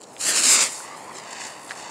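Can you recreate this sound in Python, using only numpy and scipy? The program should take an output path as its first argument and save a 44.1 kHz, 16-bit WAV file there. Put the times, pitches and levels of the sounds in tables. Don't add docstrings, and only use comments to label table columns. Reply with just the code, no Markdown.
import sys
import numpy as np
from scipy import signal
from scipy.fft import rfft, irfft
from scipy.io import wavfile
from scipy.ndimage import uniform_filter1d, map_coordinates

SR = 44100
rng = np.random.default_rng(int(sys.argv[2]) if len(sys.argv) > 2 else 0)


def ratio_of_db(decibels):
    return 10 ** (np.asarray(decibels, float) / 20)


def unload_audio(sound):
    columns = np.transpose(np.atleast_2d(sound))
    steps = np.round(np.clip(columns, -1, 1) * 32767)
    wavfile.write(sys.argv[1], SR, steps.astype(np.int16))


N = 83790
TIME_S = np.arange(N) / SR


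def evened(x):
    return x / np.sqrt(np.mean(abs(x) ** 2) + 1e-20)


def coloured(x, points):
    f, db = np.transpose(points)
    bins = np.fft.rfftfreq(len(x), 1 / SR)
    gain = ratio_of_db(np.interp(np.log(bins + 1), np.log(f + 1), db))
    return irfft(rfft(x) * evened(gain), len(x))


def drift(length_s):
    size = max(round(length_s * SR), 1)
    once = uniform_filter1d(rng.standard_normal(N), size)
    return evened(uniform_filter1d(once, size))


def patchy():
    patch_db = 0
    real, imaginary, patch = rng.standard_normal((N // 128 + 5, 257, 3)).T
    patch = uniform_filter1d(uniform_filter1d(patch, size=6, axis=0), size=14, axis=1)
    cells = (real + 1j * imaginary) * ratio_of_db(patch_db * evened(patch))
    return evened(signal.istft(cells, nperseg=512, noverlap=384)[1][:N])


def resonate(x, hz, width_hz):
    turn = np.exp(2j * np.pi * np.cumsum(hz) / SR)
    r = np.exp(-np.pi * width_hz / SR)
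    return 2 * (turn * signal.lfilter([1 - r], [1, -r], x / turn)).real


def resonate_twice(x, hz, width_hz):
    return evened(resonate(resonate(x, hz, width_hz), hz, width_hz))


def control(column):
    # t/s, thrust level/dB, roar level/dB (dullness), ground echo delay/ms, sizzle level/dB (sharpness)
    burn_rows = [(0, -56, -26, 0.67, -8), (0.176, -52.5, -6, 0.79, 7.5), (0.209, -29.5, -2.5, 0.73, -1),
                 (0.291, -20.5, 2.5, 0.63, 9.5), (.38, -19.5, 0.5, 0.75, -3), (.45, -16.5, -2, 0.73, -10),
                 (.51, -13.5, -1, 0.8, 1), (0.616, -15.5, -0.5, 0.84, -6.5), (0.666, -28, 5.5, 0.89, 7.5),
                 (.69, -41.5, 9, 0.97, 8.5), (.76, -37.5, -20, 1.1, 8), (0.871, -50, 12.5, 1.11, -3),
                 (1.07, -52.5, 7.5, 0.85, 5), (1.28, -48, 11.5, 1.1, -6), (1.42, -39, 7.5, 1.09, -14.5),
                 (1.6, -53.5, 12, 1.08, 9), (1.74, -50.5, 8, 1.11, 3.5), (1.9, -44.5, 9, 1.1, -21)]
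    rows = np.array(burn_rows)
    return np.interp(TIME_S, rows[:, 0], rows[:, column])


def sputter_db():
    # middle t/s, half length/s, level change/dB
    sputter_rows = [(0.012, .003, 14), (0.018, 0.0013, 16.5), (0.036, 0.015, 13), (0.33, 0.032, -7.5),
                    (0.417, 0.024, -6.5), (0.577, 0.048, -3.5), (1.153, 0.0036, 4.5), (1.17, 0.043, 9.5),
                    (1.186, 0.0027, 8.5), (1.313, 0.011, 6.5), (1.331, 0.0047, 13), (1.41, 0.0073, 7),
                    (1.42, .008, 3.5), (1.465, 0.04, 4.5), (1.709, 0.038, 7.5), (1.803, 0.09, 6.5)]
    total = np.zeros(N)
    for middle_s, half_s, db in sputter_rows:
        place = np.clip((TIME_S - middle_s) / abs(half_s), -1, 1)
        total += db * np.cos(np.pi / 2 * place) ** 2
    return total


def spin_sweep():
    spin_hz, settles_from_s = 61.1, 1
    turns = np.cumsum(spin_hz * (1 + 0.11 * drift(0.046))) / SR
    return np.cos(2 * np.pi * turns) * np.clip(0.4 + (TIME_S - settles_from_s) / 0.27, 0.4, 1)


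def sparks():
    per_s, spread_db = 500, 5
    strength = ratio_of_db(spread_db * np.minimum(rng.exponential(1, N), 2.5))
    return evened(strength * rng.choice([-1., 1.], N) * (rng.random(N) < per_s / SR))


def cracks():
    # f/Hz, level/dB
    crack_spectrum = [(2000, -30), (6000, -8), (10000, -6), (13000, -9), (16000, -12)]
    per_s, spread_db = 60, 4
    strength = ratio_of_db(spread_db * np.minimum(rng.exponential(1, N), 2))
    return coloured(evened(strength * (rng.random(N) < per_s / SR)), crack_spectrum)


def jet():
    # f/Hz, level/dB per Hz
    fizz_spectrum = [(90, -45), (255, -28), (1760, -15), (3500, -2), (6000, 2.5), (8500, -0.5),
                     (11000, -22.5), (15800, -56)]
    roar_spectrum = [(90, -33), (250, -12.5), (750, -3.5), (1150, -5), (1800, -4.5), (4500, -10.5),
                     (8000, -22.5), (13000, -35)]
    sizzle_spectrum = [(5000, -34), (9000, 0.5), (10500, -3), (13000, -18.5), (16000, -21)]
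    sparks_db, roar_db, sizzle_db, cracks_db = -12, -4, -7.5, -32.5
    flicker_db, spin_db = 2.0, 1.5

    kick_db = sputter_db()
    flicker = 0.36 * drift(0.0034) + 0.5 * drift(0.0017)
    thrust_db = control(column=1) + flicker_db * flicker + spin_db * spin_sweep()
    jet_db = thrust_db + kick_db
    flame = patchy() + ratio_of_db(sparks_db) * sparks()

    fizz = coloured(flame, fizz_spectrum) * ratio_of_db(jet_db)
    roar = coloured(patchy(), roar_spectrum) * ratio_of_db(thrust_db + 0.5 * kick_db + roar_db + control(column=2))
    sharpness_db = control(column=4) + 4.5 * drift(0.035)
    sizzle = coloured(flame, sizzle_spectrum) * ratio_of_db(sizzle_db + jet_db + sharpness_db)
    return fizz + roar + sizzle + cracks() * ratio_of_db(cracks_db + jet_db)


def echoes(x):
    top_hz, body_ms, body_share = 6950, 0.425, 0.35
    quiet_share, flare_share = 0.55, 0.42
    n = np.arange(N)
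    dull = np.convolve(x, signal.firwin(31, top_hz, fs=SR), "same")
    share = np.interp(control(column=1), [-40, -30], [quiet_share, flare_share])
    ground = map_coordinates(dull, [n - control(column=3) * SR / 1000], order=3)
    body = map_coordinates(dull, [n - body_ms * SR / 1000], order=3)
    return x + share * ground + body_share * body


def yard(x):
    level_db, t60_s, returns_per_s = -15.5, 0.74, 2000
    t = np.arange(SR // 2) / SR
    hits = rng.standard_normal(len(t)) * (rng.random(len(t)) < returns_per_s / SR)
    tail = hits * ratio_of_db(-60 * t / t60_s) * (t > 0.006)
    return ratio_of_db(level_db) * signal.fftconvolve(x, tail / np.linalg.norm(tail))[:N]


def town():
    # f/Hz, level/dB per Hz
    town_spectrum = [(25, -29), (144, -12), (513, -7), (750, -7.5), (1050, -12.5), (1400, -19), (6300, -42),
                     (15800, -46)]
    level_db = -45.5
    return ratio_of_db(level_db + 1.0 * drift(0.17)) * coloured(patchy(), town_spectrum)


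def ticks():
    # t/s, peak level/dB, f/Hz, t60/s
    knock_rows = [(.1655, -31, 2300, .003), (.1658, -34, 3400, .003), (.175, -40, 2800, .003),
                  (.12, -42, 4000, .002), (.041, -37, 4000, .003), (.465, -27, 260, .03),
                  (.803, -32, 1400, .008), (1.6935, -30, 3900, .003), (1.6930, -30, 900, .006),
                  (1.706, -29, 1650, .004), (1.7091, -19, 1750, .0045), (1.7092, -30, 4300, .003),
                  (1.7092, -30, 2900, .003), (1.718, -34, 2900, .003), (1.715, -31, 1700, .004),
                  (1.715, -33, 4200, .002), (1.7179, -24, 1650, .005), (1.718, -31, 4300, .003)]
    snap_db, snap_t60_s, length = -9.5, 0.006, 1500
    t, out = np.arange(length) / SR, np.zeros(N + length)
    dull = signal.butter(4, [900, 5500], "band", fs=SR, output="sos")
    for s, db, hz, t60 in knock_rows:
        at = round(s * SR)
        fade = np.exp(-np.log(1000) * (t / t60) ** 2)
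        onset = np.minimum(t / (0.11 * t60), 1)
        ring = fade * onset * np.sin(2 * np.pi * hz * t)
        noise = rng.standard_normal(length)
        snap = signal.sosfilt(dull, ratio_of_db(snap_db - 60 * t / snap_t60_s) * noise * 2)
        out[at:at + length] -= ratio_of_db(db) * (ring + snap)
    return out[:N]


def bore():
    # f/Hz, width/Hz, level/dB
    bore_modes = [(913, 470, 0.5), (1897, 240, -8), (2580, 310, -49)]
    level_db, start_s, growth = -45.5, 0.51, 0.1
    flame = rng.standard_normal(N) * ratio_of_db(0.83 * drift(0.0071))
    hum = sum(ratio_of_db(db) * resonate_twice(flame, hz * np.ones(N), width) for hz, width, db in bore_modes)
    opening = np.clip((TIME_S - start_s) / 0.17, 0, 1)
    thrust_db = growth * (control(column=1) + 48)
    return hum * opening * ratio_of_db(level_db + thrust_db + 1.1 * drift(0.06))


def skid():
    # start f/Hz, end f/Hz, width/Hz, level/dB
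    skid_modes = [(1070, 1200, 90, 0), (1900, 2050, 200, -6)]
    start_s, length_s, slips_per_s, level_db = 0.822, 0.138, 60, -43
    progress = (TIME_S - start_s) / length_s
    slips = np.cumsum(slips_per_s * (1 + 0.3 * drift(0.012))) / SR
    rub = rng.standard_normal(N) * (0.28 + np.exp(-(slips % 1) / 0.2))
    ring = np.zeros(N)
    for start_hz, end_hz, width, db in skid_modes:
        hz = start_hz + (end_hz - start_hz) * progress.clip(0, 1)
        ring += ratio_of_db(db) * resonate_twice(rub, hz, width)
    return ratio_of_db(level_db) * ring * np.clip(progress / 0.07, 0, 1) * np.clip((1 - progress) / 0.029, 0, 1)


def scene():
    near = echoes(jet()) / 1.796 + ticks() + bore() + skid()
    return (near + yard(near) + town())[None]


def roll_off(x):
    return signal.sosfilt(signal.butter(12, 16050, fs=SR, output="sos"), x)


def record(dry):
    port_hz, port_width_hz, port_db = 7410, 810, 2.5
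    knee, low_cut_hz, edge_hz = 0.48, 85, 15720
    x = dry[0] + ratio_of_db(port_db) * resonate(dry[0], port_hz * np.ones(N), port_width_hz)
    x = knee * np.tanh(x / knee)
    x = x * np.clip(TIME_S / 0.0031, 0.3, 1)
    x = signal.sosfilt(signal.butter(4, low_cut_hz, "high", fs=SR, output="sos"), x)
    x = signal.oaconvolve(x, signal.firwin(1023, edge_hz, window=("kaiser", 10), fs=SR), "same")
    return roll_off(x[None])


dry = scene()
out = record(dry)
unload_audio(out)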